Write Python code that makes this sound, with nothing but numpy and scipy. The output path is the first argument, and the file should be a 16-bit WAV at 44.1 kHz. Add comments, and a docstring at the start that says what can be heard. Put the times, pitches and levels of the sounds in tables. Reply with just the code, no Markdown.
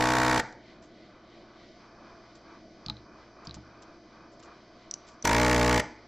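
"""Desoldering gun at a repair bench

The gun's diaphragm vacuum pump runs twice, buzzing at about 60 strokes a second: a drone locked to the crank,
valve slaps ringing the casing, and puffs of air. In between, the nozzle ticks and scrapes on solder joints
and nudges the board: short damped rings, noise bursts and low thuds, over noise-band fans and a sine hum.
The close microphone has a narrow band and overloads on the pump strokes, which makes the buzz rasp.
"""
import sys
import numpy as np
from scipy import signal
from scipy.fft import rfft, irfft, next_fast_len
from scipy.io import wavfile
from scipy.ndimage import map_coordinates

SR = 44100
rng = np.random.default_rng(int(sys.argv[2]) if len(sys.argv) > 2 else 0)


def file_out(sig):
    """Save sig as 16-bit WAV at sys.argv[1]."""
    # one column per channel
    cols = np.atleast_2d(sig).T
    # limit, then scale
    lim = np.clip(cols, -1, 1)
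    pcm = np.round(lim * 32767).astype(np.int16)
    wavfile.write(sys.argv[1], SR, pcm)


N = 268083  # length in samples

# PUMP
# Pulls of the trigger [on t/s, off t/s, stroke rate the unloaded motor heads for f/Hz]
TRIGGER_PULLS = [(-.5227, .411, 73.49), (5.2405, 5.81, 72.57)]
# Diaphragm drone in each run [multiple of the full stroke rate, relative level/dB]
DRONE_FIRST = [(1, -2.5), (2, 3.5), (3, -3), (4, 3), (5, 4), (6, -15), (7, 0), (8, 5), (9, -2.5),
               (10, -0.5), (11, 2), (12, 1), (13, 1.5), (14, 4.5), (15, 4.5), (16, -16), (17, 0), (18, -2),
               (19, -18), (20, -5.5)]
DRONE_SECOND = [(1, 0.5), (2, -1), (3, -4.5), (4, 1), (5, 0.5), (6, -10), (7, -2), (8, -2), (9, -6),
                (10, 2), (11, -2.5), (12, -21), (13, -15.5), (14, 0.5), (15, -2), (16, -49), (17, -35),
                (18, -2.5), (19, -8), (20, -6.5)]
# Casing resonances rung by the valves in each run [f/Hz, width/Hz, relative level/dB]
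CASE_FIRST = [(917, 80, 2.5), (1207, 190, -4), (1528, 113, 4.5), (1918, 92, 2), (2080, 240, -7),
              (2330, 150, -7), (3615, 130, -13), (4670, 120, -22)]
CASE_SECOND = [(970, 113, 3), (1170, 200, -3), (1480, 110, 3.5), (1710, 40, 2.5), (1892, 80, 5),
               (2096, 43, 3.5), (2290, 127, 2), (3470, 96, -7.5), (5100, 3000, -14.5)]
# Valve slaps within one stroke [t/s from the stroke's peak, relative level/dB]
VALVE_SLAPS = [(-.0038, 1.5), (-.0014, 11.5), (.0008, 0.5)]
# Colour of the air puff [f/Hz, relative level/dB]
AIR_COLOUR = [(60, -1), (300, 1.5), (1000, 2), (2200, 0.5), (3000, -4), (4700, -4), (6000, -6.5),
              (7800, -10.5), (10000, -0.5), (15000, -19)]

# FANS
# Colours of the four noise bands [f/Hz, relative level/dB]
RUMBLE_COLOUR = [(20, -1.5), (45, -6), (85, -8), (160, -3), (220, 6), (270, -0.5), (335, 9), (410, -2.5),
                 (550, -2), (690, 4), (800, -13), (1100, -45), (8000, -92)]
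RUSH_COLOUR = [(600, -8), (900, -1), (1150, 3.5), (1350, -2), (1550, -1.5), (1850, -11), (2050, -17),
               (2450, -5.5), (2750, -28), (9000, -56)]
WHIR_COLOUR = [(1500, -23), (2000, 4.5), (2750, -8), (3100, -0.5), (3400, -3.5), (4000, -1.5), (5000, -6.5),
               (8000, -29), (9000, -71)]
HISS_COLOUR = [(3500, -35), (4600, 1), (5500, -4.5), (6300, -8), (6900, -26), (8000, -27.5), (9000, -69)]
# Mains and fan tones [f/Hz, level/dB]
HUM_TONES = [(60, -70.5), (119, -69.5), (310, -69), (1491, -74.5), (1739, -80), (1992, -80), (3047, -81.5)]
# How near the gun is to the board, where it throws the fans' noise back at the microphone [t/s, nearness 0-1]
NEARNESS = [(1.35, 0), (1.75, 0.88), (2.9, 0.85), (3.65, 0.73), (4.3, 0.7)]

# HANDLING
# Clacks that end each run's last, slow stroke [t/s, level/dB]
CLACKS = [(.3985, -17.5), (5.7975, -18)]
# Nozzle landing on a pin [t/s, level/dB]
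LANDINGS = [(2.862, -27.5), (3.4711, -31)]
# Pin chattering in its hole [t/s, level/dB]
CHATTER = [(2.8843, -21.5), (2.899, -11.5), (2.9686, -34), (3.4947, -30), (3.5103, -27)]
# Trigger clicks [t/s, level/dB]
CLICKS = [(4.9115, -14.5), (4.9395, -12.5)]
# Trigger spring pinging when pulled and when the first strokes shake it [t/s, level/dB]
PINGS = [(5.2245, -30.5), (5.2514, -14), (5.2744, -15.5)]
# Colour of a contact's crack, gathered around its ring [multiple of the ring pitch, relative level/dB]
CRACK_COLOUR = [(.12, -40), (.35, -24), (.63, -12), (1, -1), (1.45, -19), (1.9, -33)]
# Nozzle scraping on solder; the first row is a faint, broad tick [t/s, level/dB, length/s]
SCRAPES = [(0.524, -53, 0.0061), (0.82, -63.5, 0.051), (2.35, -62, .025), (3.449, -57, 0.014),
           (3.542, -47.5, 0.016), (3.82, -53, 0.015), (4.317, -65, 0.036), (4.394, -59.5, 0.013),
           (4.425, -56.5, 0.036), (5.067, -59, 0.065)]
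# Colour of the scraping [f/Hz, relative level/dB]
SCRAPE_COLOUR = [(800, 1), (2000, -2), (3200, -0.5), (5000, 3.5), (7500, -0.5), (9000, -31)]
# Board pushed against the bench; a soft push mostly stirs the low modes [t/s, level/dB, reach f/Hz]
THUDS = [(2.865, -36.5, 200), (2.885, -43, 1500), (2.899, -39, 1600), (3.475, -36.5, 260),
         (3.567, -40, 584)]
# Ringing modes of board and bench [f/Hz, relative level/dB, t60/s]
BENCH_MODES = [(67.2, -9.5, 0.57), (117.4, -8, .45), (157, 4.5, 0.078), (206, -7, 0.25), (307, -8, 0.36),
               (858, 5.5, 0.04), (1240, 9.5, 0.025)]

# SPACE
# Stereo width of all noise [f/Hz, side against mid level/dB]
WIDTH = [(300, -88), (1500, -18.5), (3000, -14), (5000, -10), (8000, -2.5)]
# Decay of the workshop's tail [f/Hz, t60/s]
ROOM_DECAY = [(100, 0.44), (400, 0.49), (720, 0.4), (900, 0.52), (1300, 0.33), (2050, 0.66), (2800, 0.31),
              (5000, 0.52), (8000, 0.3), (10000, 0.098)]
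# Colour of the workshop's tail [f/Hz, relative level/dB]
ROOM_COLOUR = [(100, 1.5), (400, 1), (750, 3), (900, 0.5), (1300, 4), (2050, -1), (3000, -1)]

# The motor kicks in at this stroke rate and gathers speed with this time constant
KICK_HZ, SPIN_UP_S = 39.57, .1151
# The vacuum builds after a delay; its load takes this much off the stroke rate
VACUUM_DELAY_S, VACUUM_BUILD_S, SAG_HZ = .0669, .2676, 11.04
# This long before it stops, the motor starts to lose a share of its speed within BRAKE_S
COAST_S, BRAKE_S, BRAKE_SHARE = .04, .015, .22
# While air still flows, each stroke hoots in the exhaust port and the valves slap harder
PORT_HZ, PORT_T60_S, PORT_DB, FLOW_DB = 918, 0.044, -11.5, 3
AIR_DB = -28.5
MIC_HZ, TOP_HZ = 8050, 15500  # band edges before and after the overload


def amp(db):
    """Decibels to gain."""
    return 10 ** (np.asarray(db) / 20)


def unit(x):
    """Level a sound to rms 1."""
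    return x / np.sqrt(np.mean(x ** 2) + 1e-20)


def along(points, hz):
    """Read a curve of (Hz, value) points, joined on a log frequency axis."""
    f, value = np.transpose(points)
    return np.interp(np.log(hz + 1), np.log(f + 1), value)


def clock():
    """The time of every sample, in seconds."""
    return np.arange(N) / SR


def wobble(rate):
    """A smooth random curve with this many knots a second."""
    knots = rng.standard_normal(int(N * rate / SR) + 4)
    return map_coordinates(knots, [clock() * rate])


def filtered(x, response):
    """Shape x with a complex response of frequency."""
    size = next_fast_len(N + SR // 2)
    hz = np.fft.rfftfreq(size, 1 / SR)
    return irfft(rfft(x, size) * response(hz), size)[..., :N]


def low_pass(x, edge_hz, leak=0):
    """A very steep cut above the edge, down to a remaining leak."""
    return filtered(x, lambda hz: leak + (1 - leak) / np.sqrt(1 + (hz / edge_hz) ** 120))


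def noise(colour):
    """Coloured stereo noise of rms 1, centred in the bass and wider in the treble."""
    def mid_side_gain(hz):
        mid_db = along(colour, hz)
        return amp([mid_db, mid_db + along(WIDTH, hz)])

    mid, side = filtered(rng.standard_normal((2, N)), mid_side_gain)
    return unit(np.array([mid + side, mid - side]))


def add(track, s, sound):
    """Mix a short sound in at time s, trimmed at the end of the track."""
    part = track[..., round(s * SR):][..., :sound.shape[-1]]
    part += sound[..., :part.shape[-1]]


def pump():
    """Two pulls of the trigger, with the gun held differently for each."""
    first = pump_run(TRIGGER_PULLS[0], DRONE_FIRST, CASE_FIRST, drone_db=-23.5, valve_db=-26.5)
    second = pump_run(TRIGGER_PULLS[1], DRONE_SECOND, CASE_SECOND, drone_db=-21.5, valve_db=-27.5)
    return first + second


def pump_run(run, orders, case, drone_db, valve_db, stiffness=3.1, choke=2):
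    """Each crank turn gives one push of the diaphragm, a clatter of valves and a puff of air."""
    on_s, off_s, free_hz = run
    on = np.arange(round(on_s * SR), round(off_s * SR))
    rate = motor_speed(on / SR, on_s, off_s, free_hz)
    turn = np.cumsum(rate) / SR - .55  # crank position in turns

    # a run may already be under way at time 0
    heard = on >= 0
    on, rate, turn = on[heard], rate[heard], turn[heard]
    t = on / SR
    strokes = np.interp(np.arange(np.ceil(turn[0]), turn[-1]), turn, t)  # time of each whole turn
    speed = rate / rate.max()
    running = np.clip(np.minimum(t - on_s, off_s - t) / 0.0057, 0, 1)  # short fades in and out
    push = speed ** stiffness  # a slow crank pushes more gently
    flow = (1 - vacuum(clock() - on_s)) ** choke  # the growing vacuum chokes the air flow

    clatter = valves(strokes, case)
    clatter = amp(valve_db + FLOW_DB * flow) * clatter / np.std(clatter[on])
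    hoots = port(strokes, np.interp(strokes, t, flow[on] * speed))
    drone = amp(drone_db) * push * diaphragm(turn, rate / np.median(rate), orders)
    puffs = amp(AIR_DB) * air(turn) * noise(AIR_COLOUR)[:, on]

    out = np.tile(clatter + hoots, (2, 1))
    out[:, on] += running * (drone + puffs)
    return out


def motor_speed(t, on_s, off_s, free_hz):
    """Strokes per second: the motor spins up, is loaded by the growing vacuum, and brakes at the end."""
    spin = free_hz - (free_hz - KICK_HZ) * np.exp(-(t - on_s) / SPIN_UP_S)
    brake = np.clip((t - off_s + COAST_S) / BRAKE_S, 0, 1)
    return (spin - SAG_HZ * vacuum(t - on_s)) * (1 - BRAKE_SHARE * brake)


def vacuum(age):
    """How far the vacuum has built (0-1), age seconds after the trigger is pulled."""
    return np.clip((age - VACUUM_DELAY_S) / VACUUM_BUILD_S, 0, 1)


def diaphragm(turn, pace, orders, lead=0.2057, sweep=0.0069, scatter=0.87):
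    """A drone locked to the crank; pressure builds through the stroke, so low orders arrive before high ones."""
    drone = np.zeros(len(turn))
    multiples, levels_db = np.transpose(orders)
    for k in range(1, len(orders) + 1):
        # the body's peaks stay put while the orders glide through
        db = np.interp(k * pace, multiples, levels_db)
        phase = k * (turn + lead) - sweep * k * k / 2  # in turns
        drone += amp(db) * np.cos(2 * np.pi * phase + scatter * rng.standard_normal())
    return unit(drone)


def valves(strokes, case, jitter_s=.000005, uneven_db=1.5):
    """The valve flaps slap a few times a stroke and ring the casing's resonances."""
    slaps = np.zeros(N)
    for delay, db in VALVE_SLAPS:
        chance = rng.standard_normal((len(strokes), 2))
        at = np.round((strokes + delay + jitter_s * chance[:, 0]) * SR).astype(int)
        gain = amp(db + uneven_db * chance[:, 1])
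        slaps += np.bincount(at[at >= 0], gain[at >= 0], N)

    def casing(hz):
        total = 0
        for k, (centre, width, db) in enumerate(case):
            band = 1j * hz * width
            total = total + (-1) ** k * amp(db) * band / (centre * centre - hz * hz + band)  # signs alternate
        return total

    return filtered(slaps, casing)


def port(strokes, flow, attack_s=0.0018):
    """Each stroke that still moves air rings the exhaust port as a short, damped hoot."""
    out, t = np.zeros(N), np.arange(SR // 10) / SR
    envelope = amp(PORT_DB - 60 * t / PORT_T60_S) * (1 - np.exp(-t / attack_s))
    hoot = envelope * np.sin(2 * np.pi * PORT_HZ * t)
    for s, share in zip(strokes, flow):
        add(out, s, share * hoot)
    return out


def air(turn, centre=0.024, length=0.18, leak_db=-12):
    """Strength of the air puff that leaves with each stroke over a steady leak; centre and length in turns."""
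    offset = (turn - centre + .5) % 1 - .5
    return unit(amp(leak_db) + np.exp(-(offset / length) ** 2))


def fans(drift=0.39):
    """Steady fans in four noise bands, with a hum of sines whose phase drifts slightly (radians)."""
    rumble = fan_layer(RUMBLE_COLOUR, level_db=-55.0, near_db=0.0, waver_db=1.0)
    rush = fan_layer(RUSH_COLOUR, level_db=-64, near_db=5.0, waver_db=3.5)
    whir = fan_layer(WHIR_COLOUR, level_db=-64, near_db=-3.0, waver_db=2.8)
    hiss = fan_layer(HISS_COLOUR, level_db=-74.5, near_db=7.0, waver_db=0.4)
    hum = np.zeros(N)
    for hz, db in HUM_TONES:
        hum += amp(db) * np.sqrt(2) * np.sin(2 * np.pi * hz * clock() + drift * wobble(3.77))
    return rumble + rush + whir + hiss + hum


def fan_layer(colour, level_db, near_db, waver_db):
    """One band of fan noise: it wavers, and shifts by near_db as the gun comes down to the board."""
    nearness = np.interp(clock(), *np.transpose(NEARNESS))
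    level = level_db + near_db * nearness + waver_db * wobble(8.7)
    return amp(level) * noise(colour)


def ticks():
    """Crank, casing, nozzle, pin, trigger and spring each ring at their own pitch when struck."""
    crank = contacts(CLACKS, ring_hz=1843, t60=0.031, crack_db=-38, attack=.0006)
    # the casing rings on after the last stroke
    casing = amp(-23) * contacts(CLACKS, ring_hz=880, t60=0.34, crack_db=-30, attack=.003)
    nozzle = contacts(LANDINGS, ring_hz=4660, t60=0.014, crack_db=-3, attack=0.0007)
    pin = contacts(CHATTER, ring_hz=4020, t60=0.0066, crack_db=-36, attack=0.00031)
    trigger = contacts(CLICKS, ring_hz=5860, t60=0.0058, crack_db=-14, attack=0.00032)
    spring = contacts(PINGS, ring_hz=5980, t60=.02, crack_db=-12, attack=.0004)
    return crank + casing + nozzle + pin + trigger + spring


def contacts(rows, ring_hz, t60, crack_db, attack, after_db=-26, after_t60=0.027):
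    """Each contact is a noisy crack and a short damped ring, with a faint rattle after it; times in s."""
    out, t = np.zeros((2, N)), np.arange(SR // 4) / SR
    grit = noise([(ring_hz * multiple, db) for multiple, db in CRACK_COLOUR])
    fade = amp(-60 * t / t60) * (1 - np.exp(-t / attack))
    ring = fade * np.sin(2 * np.pi * ring_hz * t)
    rattle = amp(after_db - 60 * t / after_t60)
    for s, db in rows:
        crack = grit[:, round(s * SR):][:, :len(t)] * (amp(crack_db) * fade + rattle)
        add(out, s, amp(db) * (ring + crack))
    return out


def scrapes(grain_db=3):
    """Short slides of the nozzle, and one faint tick: noise made gritty by fast random level changes."""
    t, strength = clock(), np.zeros(N)
    for s, db, length in SCRAPES:
        age = np.maximum(t - s, 0) / length
        strength += amp(db) * np.minimum(age * 10, 1) * np.exp(-age * age)
    grain = amp(grain_db * wobble(400))
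    return strength * grain * noise(SCRAPE_COLOUR)


def thuds(attack_s=0.0023):
    """Board and bench answer a push with soft, damped notes, weaker above the push's reach."""
    out, t = np.zeros(N), np.arange(SR // 2) / SR
    for s, db, reach_hz in THUDS:
        ring = np.zeros(len(t))
        for hz, level, t60 in BENCH_MODES:
            mode = amp(level - 60 * t / t60) * np.sin(2 * np.pi * hz * t)
            ring += mode / np.hypot(1, (hz / reach_hz) ** 2)
        add(out, s, amp(db) * (1 - np.exp(-t / attack_s)) * ring)
    return out


def room(x):
    """The workshop's tail: convolution with shaped noise in which each frequency dies at its own speed."""
    hz, t, grains = signal.stft(rng.standard_normal(SR * 2 // 3), SR, nperseg=256)
    decay_db = along(ROOM_COLOUR, hz)[:, None] - 60 * t / along(ROOM_DECAY, hz)[:, None]
    tail = signal.istft(grains * amp(decay_db), SR, nperseg=256)[1]
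    tail = np.pad(tail / np.linalg.norm(tail), (SR // 200, 0))  # 5 ms pre-delay
    return signal.fftconvolve(x.mean(axis=0), tail)[:N]


def scene():
    """The gun is close and nearly dry, with a little workshop tail, over the fans."""
    motor = pump()
    background = fans()
    handling = ticks() + scrapes() + thuds()
    tail = room(amp(-17.5) * motor + amp(-23) * handling)
    return motor + handling + tail + background


def record(dry, ceiling_db=-18.5, hardness=6, leak_db=-17, merge_hz=1400):
    """The narrow-band microphone overloads, and the flattened peaks add treble; the bass is mono."""
    x = low_pass(dry, MIC_HZ, amp(leak_db))
    left, right = x / (1 + np.abs(x / amp(ceiling_db)) ** hardness) ** (1 / hardness)
    mid = (left + right) / 2
    side = filtered((left - right) / 2, lambda hz: hz ** 2 / (hz ** 2 + merge_hz ** 2))
    return low_pass(np.array([mid + side, mid - side]), TOP_HZ)


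dry = scene()
out = record(dry)
file_out(out)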